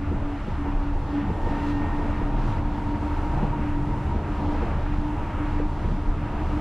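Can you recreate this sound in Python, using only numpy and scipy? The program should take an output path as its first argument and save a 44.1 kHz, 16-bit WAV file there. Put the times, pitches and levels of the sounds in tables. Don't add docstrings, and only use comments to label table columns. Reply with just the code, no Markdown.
import sys
import numpy as np
from scipy import signal
from scipy.fft import rfft, irfft
from scipy.io import wavfile
from scipy.ndimage import uniform_filter1d

SR = 44100
rng = np.random.default_rng(int(sys.argv[2]) if len(sys.argv) > 2 else 0)


def wav_record(signal):
    frames = np.transpose(np.atleast_2d(signal))
    bounded = np.clip(frames, -1, 1)
    quanta = np.round(bounded * 32767).astype(np.int16)
    wavfile.write(sys.argv[1], SR, quanta)


N = 291127
T = np.arange(N) / SR
SLOW = T[::64]
FFT_SIZE = 2 ** 14 * (N // 2 ** 14 + 1)
FREQ = np.maximum(np.arange(FFT_SIZE // 2 + 1) * SR / FFT_SIZE, 1)


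def undb(db):
    return 10 ** (np.asarray(db) / 20)


def unit(x):
    return x / np.sqrt(np.mean(x ** 2))


def curves(table):
    times, *columns = np.transpose(table)
    return [np.interp(T, times, column) for column in columns]


def colour(points):
    hz, db = np.transpose(points)
    return undb(np.interp(np.log(FREQ), np.log(hz), db, left=-200, right=-200))


def wander(rate):
    hold = int(SR / rate)
    steps = np.repeat(rng.standard_normal(N // hold + 1), hold)
    return unit(uniform_filter1d(uniform_filter1d(steps, hold), hold)[:N])


def noise(points):
    return unit(irfft(rfft(rng.standard_normal(FFT_SIZE)) * colour(points), FFT_SIZE)[:N])


def tone(hz, db, waver_hz, rate):
    return np.sqrt(2) * undb(db) * np.sin(2 * np.pi * np.cumsum(hz + waver_hz * wander(rate)) / SR)


def patchy(points, shared_db, own_db):
    out, texture = 0, wander(9)
    spectrum = rfft(rng.standard_normal(FFT_SIZE)) * colour(points)
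    for octave in range(5, 15):
        share = np.cos(np.pi / 2 * np.clip(np.log2(FREQ) - octave, -1, 1)) ** 2
        band = irfft(spectrum * share, FFT_SIZE)[:N]
        out = out + band * undb(shared_db * texture + own_db * wander(14))
    return unit(out)


def even_out(x, hold_s, share):
    size = int(hold_s * SR)
    power = uniform_filter1d(uniform_filter1d(x ** 2, size), size)
    return unit(x / (np.abs(power) + 0.067 * np.mean(power)) ** (share / 2))


# (frequency [Hz], relative level [dB])
WIDTH_COLOUR = [(70, -50), (123, -28), (200, -20.5), (253, -13), (320, -7), (420, -13.5), (531, -18),
                (717, -18.5), (926, -12.5), (1040, -14), (1300, -17.5), (2400, -22), (5200, -30),
                (7000, -30.5), (10000, -36.5), (14000, -37), (15400, -48)]

def stereo_width(wheels, hiss_db, lag_s=6.6e-5, bass_cut_hz=260):
    spread_db = -57 + 0.8 * (hiss_db - hiss_db.mean())
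    spread = undb(spread_db) * patchy(WIDTH_COLOUR, shared_db=0, own_db=1.4)
    side = spread - lag_s / 2 * SR * np.gradient(wheels)
    bass_cut = np.sqrt(1 + (bass_cut_hz / FREQ) ** 6)
    return irfft(rfft(side, FFT_SIZE) / bass_cut, FFT_SIZE)[:N]


# (frequency [Hz], relative level [dB])
HISS_COLOUR = [(2500, -8.5), (3300, -0.5), (4000, -3.5), (8000, -16.5), (12000, -25.5), (13800, -28),
               (15300, -40)]
ROAR_COLOUR = [(900, -35.5), (1060, -9.5), (1300, -9), (1500, -14), (2000, -18.5), (2500, -22),
               (2750, -22.5), (3100, -28.5), (4200, -48.5)]
# (time [s], relative roar [dB], relative hiss [dB])
ROAD_LEVELS = [(0.0, -55, -57), (0.03, -43, -59.5), (0.09, -46, -57.5), (0.68, -44.5, -56.5),
               (0.79, -50, -57), (0.84, -45, -55.5), (0.96, -46.5, -58.5), (1.16, -46.5, -53.5),
               (1.17, -40, -54.5), (1.27, -46, -54.5), (1.71, -40.5, -51.5), (1.75, -46, -56.5),
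               (1.76, -43, -54.5), (2.22, -44, -54), (2.33, -46, -56.5), (2.48, -44, -51),
               (2.59, -43, -54.5), (2.61, -47.5, -58), (3.18, -42.5, -53.5), (3.29, -45.5, -55.5),
               (3.34, -42, -52.5), (3.56, -44.5, -55.5), (3.67, -42.5, -54), (3.79, -48, -57),
               (4.13, -44, -54.5), (4.23, -48, -56), (4.25, -41, -56), (4.28, -45.5, -54.5),
               (4.7, -42, -53.5), (4.8, -44.5, -56), (4.94, -41.5, -54.5), (5.0, -46.5, -57),
               (5.44, -42, -54), (5.5, -44.5, -54.5), (5.62, -42, -55), (5.64, -47.5, -58),
               (5.84, -45, -55), (5.97, -47.5, -57), (6.17, -44.5, -56), (6.6, -43, -53)]

def road_noise(ease_s=0.042, cabin_air_db=-64):
    roar_db, hiss_db = uniform_filter1d(curves(ROAD_LEVELS), int(ease_s * SR), axis=1)
    roar_gain = undb(0.61 * roar_db + 0.4 * hiss_db + 6.5)
    hiss_gain = np.hypot(undb(hiss_db - 5), undb(cabin_air_db))
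    roar = roar_gain * patchy(ROAR_COLOUR, shared_db=0.58, own_db=0.65)
    hiss = hiss_gain * patchy(HISS_COLOUR, shared_db=0.5, own_db=1.0)
    return roar + hiss, hiss_db


# (frequency [Hz], relative level [dB])
RUMBLE_COLOUR = [(110, -22), (150, -2), (170, -3.5), (216, -1.5), (253, -8.5), (275, -14), (330, -32)]
DRONE_COLOUR = [(270, -3), (305, 3.5), (345, 0), (415, -5.5), (445, -2), (470, -6.5), (520, -5.5),
                (550, -10), (570, -1.5), (595, -5), (700, -5), (880, -2), (1000, -5.5), (1060, -16),
                (1200, -21)]
# (time [s], rumble level [dB], relative drone level [dB])
TYRE_LEVELS = [(0.0, -37.5, -46), (0.13, -37, -38.5), (0.39, -42, -44.5), (0.48, -39, -41),
               (0.94, -41, -41), (1.32, -31, -39.5), (1.36, -46, -39), (1.4, -36.5, -37.5),
               (2.96, -35, -41), (3.14, -40.5, -39), (3.44, -30, -36.5), (3.47, -40, -40), (3.64, -33, -39),
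               (3.67, -37, -41.5), (4.17, -34.5, -38.5), (4.36, -39, -41.5), (4.39, -35, -37),
               (4.72, -34.5, -38), (4.76, -31.5, -42.5), (4.8, -39, -41), (5.77, -38.5, -40.5),
               (5.92, -31.5, -41), (5.97, -39, -42.5), (6.6, -34, -38)]

def tyre_rumble(jolt):
    rumble_db, drone_db = curves(TYRE_LEVELS)
    rumble_gain = np.hypot(undb(rumble_db + 1.2 * wander(11)), jolt)
    drone_gain = np.hypot(undb(drone_db + 3.5), 0.4 * jolt)
    rumble = rumble_gain * even_out(noise(RUMBLE_COLOUR), hold_s=0.052, share=0.63)
    drone = drone_gain * patchy(DRONE_COLOUR, shared_db=0, own_db=1.43)
    return rumble, drone


# (time [s], strength [dB], brightness [dB per octave])
JOINTS = [(0.113, -28, -4), (0.477, -33, -6), (0.659, -34, 7), (1.296, -33, -9), (1.466, -30, 8),
          (1.817, -34.5, 0), (1.986, -36, -6), (2.026, -33, 1), (2.212, -32.5, 13), (2.453, -32.5, -2),
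          (3.425, -32, -10), (3.976, -42, 7), (4.152, -32.5, -13), (4.619, -33, 11.5), (4.719, -37, -3),
          (5.275, -42, -4), (5.595, -34.5, 16), (5.841, -35, -3), (5.885, -35.5, -2), (5.93, -38, -10),
          (6.495, -36, 6)]
# (pitch [Hz], relative level [dB], time to fade by 60 dB [s])
PANEL_NOTES = [(199.5, 10.5, 0.047), (232, 2.5, 0.04), (350, 7.5, 0.07), (408, 0, 0.06), (458, 3.5, 0.076),
               (506, -3.5, 0.05), (590, -13, 0.031), (685, -14, 0.054)]

def joint_thuds(push_s=0.008):
    out, t = np.zeros(N + SR), np.arange(SR // 3) / SR
    hz, note_db, fade_s = np.transpose(PANEL_NOTES)[:, :, None]
    rise = np.sin(np.pi / 2 * np.clip(t / push_s, 0, 1)) ** 2
    fade = np.exp(-np.log(1000) * t / fade_s)
    chance = rng.random((len(JOINTS), 3, len(hz), 1))
    for (time, db, brightness), (phase, detune, size) in zip(JOINTS, chance):
        gain = undb(note_db + brightness * np.log2(hz / 335) + 3 * (size - 0.5))
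        pitch = hz * (1 + 0.034 * (detune - 0.5))
        ring = gain * np.sin(2 * np.pi * (pitch * t + phase)) * fade
        start = int(time * SR)
        out[start:start + len(t)] += undb(db) * rise * ring.sum(axis=0)
    return out[:N]


def joint_jolts(rise_s=0.028, fall_s=0.046):
    time, db, _ = np.transpose(JOINTS)[:, :, None]
    since_peak = SLOW - time - rise_s
    swell = np.exp(-np.where(since_peak < 0, (since_peak / rise_s) ** 2, since_peak / fall_s))
    return np.interp(T, SLOW, (undb(db - 5.5) * swell).sum(axis=0))


# (time [s], pitch [Hz])
GEAR_PITCH = [(0, 907), (.9, 911), (1.8, 920.5), (3, 933), (4.2, 939), (5.4, 942), (6.6, 943)]
# (time [s], relative level [dB])
WHINE_LEVELS = [(0.0, -56), (0.18, -46), (0.22, -53), (0.48, -56), (0.51, -46.5), (1.25, -50),
                (1.54, -39.5), (1.56, -45), (1.69, -37), (1.78, -46), (1.82, -40), (2.28, -47), (2.39, -40),
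                (2.48, -50), (2.54, -38), (2.7, -51), (2.85, -40.5), (3.33, -42), (3.47, -36.5),
                (3.66, -45), (3.67, -40), (3.82, -46.5), (3.95, -36.5), (4.04, -45), (4.15, -38),
                (4.19, -47), (4.37, -47), (4.39, -39), (4.58, -46), (5.22, -47), (5.39, -43), (5.83, -47.5),
                (5.9, -43), (5.94, -50), (6.07, -47), (6.6, -43)]
OCTAVE_LEVELS = [(.4, -67), (.65, -55), (.95, -68), (1.11, -52.5), (1.25, -56.5), (1.6, -49.5), (1.72, -50),
                 (1.88, -44), (2.0, -52), (2.05, -55), (2.29, -54), (2.45, -68)]
# (frequency [Hz], relative level [dB])
CASE_COLOUR = [(800, -24), (850, -7), (900, -3), (940, -1.5), (985, -5), (1010, -10.5), (1040, -25)]

def gear_whine():
    hz, db, octave_db = curves(GEAR_PITCH)[0], curves(WHINE_LEVELS)[0], curves(OCTAVE_LEVELS)[0]
    flicker_db = 2.6 * wander(55) + 0.73 * wander(15)
    whine = tone(hz, db - 2.5 + flicker_db, waver_hz=4.105, rate=70)
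    case = undb(uniform_filter1d(db, SR // 5) - 4) * noise(CASE_COLOUR)
    octave = tone(2 * hz, octave_db + 0.8 * wander(30), waver_hz=2.4, rate=30)
    third_harmonic = tone(3 * hz, octave_db - 13 + 3 * wander(20), waver_hz=9, rate=40)
    return whine + case + octave + third_harmonic


# (start [s], length [s], start level [dB], middle level [dB], end level [dB])
HUM_STRETCHES = [(0, 0.4, -32.5, -34, -34), (.57, .39, -34.5, -29, -32), (1.08, 0.21, -33, -27.5, -33.5),
                 (1.5, 0.4, -32, -27.5, -30), (1.93, 0.57, -27.5, -34, -40), (2.58, 0.82, -36, -31, -40.5),
                 (3.46, 0.54, -34.5, -29.5, -36.5), (4.26, 0.36, -34.5, -31, -29),
                 (4.79, 0.38, -37, -34, -31.5), (5.2, 0.095, -41, -43, -43),
                 (5.39, 0.29, -29.5, -29.5, -29.5), (5.8, 0.068, -44, -37, -38),
                 (5.97, 0.47, -32.5, -35, -33.5), (6.51, 0.19, -30.5, -32.5, -35)]
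# (time [s], depth [dB])
HUM_DIPS = [(.18, 4), (.78, 14), (1.589, 4), (1.83, 4), (2.03, 10), (2.15, 8), (2.79, 7), (3.0, 6),
            (3.6, 5.5), (3.83, 6), (4.39, 15), (4.54, 5.5), (5.11, 0), (5.51, 8), (6.05, 4), (6.161, 4),
            (6.33, 9)]
# (frequency [Hz], relative level [dB])
TREAD_COLOUR = [(262, -22), (283, -1.5), (296, 0), (315, -6), (350, -20.5)]

def tread_hum(attack_s=0.025, release_s=0.044, dip_s=0.029, rest_db=-46, teeth_per_tread=3.172):
    gain = np.full(len(SLOW), undb(rest_db))
    for start, length, *levels in HUM_STRETCHES:
        end = start + length
        ramp = np.minimum((SLOW - start) / attack_s, (end - SLOW) / release_s)
        gate = np.clip(ramp + 0.5, 0, 1) ** 2
        db = np.interp(SLOW, [start, start + length / 2, end], levels)
        gain = np.maximum(gain, gate * undb(db))
    dips_db = sum(depth * np.exp(-((SLOW - time) / dip_s) ** 2) for time, depth in HUM_DIPS)
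    hz = curves(GEAR_PITCH)[0] / teeth_per_tread
    hum = tone(hz, 1.1 * wander(36), waver_hz=1.6, rate=25) + undb(-13.5) * noise(TREAD_COLOUR)
    return np.interp(T, SLOW, gain * undb(-dips_db)) * hum


# (pitch [Hz], waver size [Hz], waver rate [per s])
FLOOR_NOTES = [(75.65, 4.1, 14), (103.8, 9.93, 14), (136.7, 6.18, 12)]
# (time [s], relative level [dB])
FLOOR_LEVELS = [
    [(0.0, -25), (0.09, -26.5), (0.33, -39), (0.72, -30), (0.73, -43), (0.77, -36), (1.17, -38),
     (1.3, -31.5), (1.58, -35), (1.71, -30), (1.76, -41), (1.91, -28.5), (2.0, -42), (2.02, -35),
     (2.26, -31), (2.37, -40), (2.48, -31), (2.54, -43), (2.61, -25), (2.65, -33.5), (3.09, -34.5),
     (3.12, -28), (3.2, -36), (3.4, -28), (3.55, -40), (3.64, -25), (3.67, -34), (4.03, -37), (4.06, -28),
     (4.41, -34.5), (4.47, -25.5), (4.52, -40), (4.61, -26), (4.67, -43), (4.69, -30), (4.8, -26),
     (4.82, -34), (5.04, -35), (5.07, -45), (5.39, -32), (5.4, -25), (5.75, -33.5), (5.92, -27.5),
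     (6.07, -37.5), (6.19, -28), (6.32, -40), (6.38, -30), (6.6, -34)],
    [(0.0, -36), (0.18, -44), (1.1, -37), (1.21, -57), (1.3, -29), (1.87, -40), (2.5, -29), (2.68, -43),
     (2.92, -31), (3.0, -51), (3.01, -38), (3.93, -37.5), (4.1, -41), (5.2, -37), (5.26, -33), (5.77, -44),
     (5.84, -27), (5.9, -48), (6.34, -36), (6.6, -39)],
    [(0.0, -43), (0.16, -48), (2.37, -41.5), (2.39, -29.5), (2.76, -42), (3.29, -51), (3.33, -31),
     (3.55, -27.5), (3.73, -46), (3.79, -33), (4.28, -35), (4.37, -42.5), (5.94, -35), (6.01, -56),
     (6.19, -35), (6.6, -47)],
]

def floor_boom():
    out = undb(-32) * noise([(38, -0.5), (55, -8), (90, -5), (135, -13)])
    for (hz, waver_hz, rate), levels in zip(FLOOR_NOTES, FLOOR_LEVELS):
        db = curves(levels)[0] - 2.2 + 2 * wander(9.9)
        out += tone(hz, db, waver_hz, rate)
    return out


# (time [s], pitch [Hz], relative level [dB])
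SHUDDER = [(0.0, 24.9, -34.5), (0.09, 25.4, -36), (0.16, 27.8, -27), (0.27, 29.5, -23), (0.33, 30.6, -33.5),
           (0.62, 30.1, -29), (0.66, 30.2, -40), (0.7, 30, -22), (0.81, 30.3, -22), (0.84, 30.4, -38),
           (0.96, 30.1, -21), (1.05, 28.4, -28.5), (1.12, 27.8, -37), (1.29, 27.5, -29), (1.34, 27.4, -41),
           (1.45, 26.26, -23), (1.63, 27.8, -31), (1.8, 27.7, -26), (1.91, 29.2, -26), (2.13, 29.1, -28),
           (2.19, 30.95, -35), (2.22, 31.4, -25.5), (2.37, 31.6, -27), (2.52, 30.18, -28.5),
           (2.63, 30.1, -26), (2.77, 32.94, -32), (2.79, 32.8, -42), (2.87, 33.03, -26), (3.07, 31.94, -45),
           (3.14, 31.5, -25.5), (3.27, 33.05, -29.5), (3.38, 30.1, -28.5), (3.44, 30.2, -25.5),
           (3.62, 30.4, -33.5), (3.75, 27.5, -23.5), (4.01, 27.5, -34), (4.17, 27.6, -26),
           (4.26, 27.7, -38), (4.32, 27, -29), (4.39, 25, -37), (4.52, 24.87, -27), (4.65, 27.63, -28.5),
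           (5.04, 27.55, -21.5), (5.11, 27.57, -40), (5.22, 27.7, -26), (5.27, 27.7, -42),
           (5.4, 27.76, -31), (5.51, 28.9, -26.5), (5.66, 28.87, -24), (5.72, 28.75, -31),
           (5.96, 30.5, -25.5), (6.01, 31.26, -36), (6.09, 31.45, -20.5), (6.21, 31.75, -35),
           (6.53, 31.63, -24), (6.6, 31.66, -30)]

def body_shudder():
    hz, db = curves(SHUDDER)
    db = db - 1 + 1.7 * wander(7)
    rough = noise([(12, -7.5), (28, -16), (44, -12.5)])
    return tone(hz, db, waver_hz=2.466, rate=15) + undb(db - 8.5) * rough


def scene():
    road, hiss_db = road_noise()
    rumble, drone = tyre_rumble(joint_jolts())
    wheels = rumble + joint_thuds() + tread_hum()
    middle = road + drone + wheels + gear_whine() + floor_boom() + body_shudder()
    side = stereo_width(wheels, hiss_db)
    return np.array([middle + side, middle - side])


def record(dry):
    lowpass = signal.ellip(8, 0.2, 70, 15400, fs=SR, output="sos")
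    settled = signal.sosfilt_zi(lowpass)[:, None] * dry[None, :, :1]
    return signal.sosfilt(lowpass, dry, zi=settled)[0]


dry = scene()
out = record(dry)
wav_record(out)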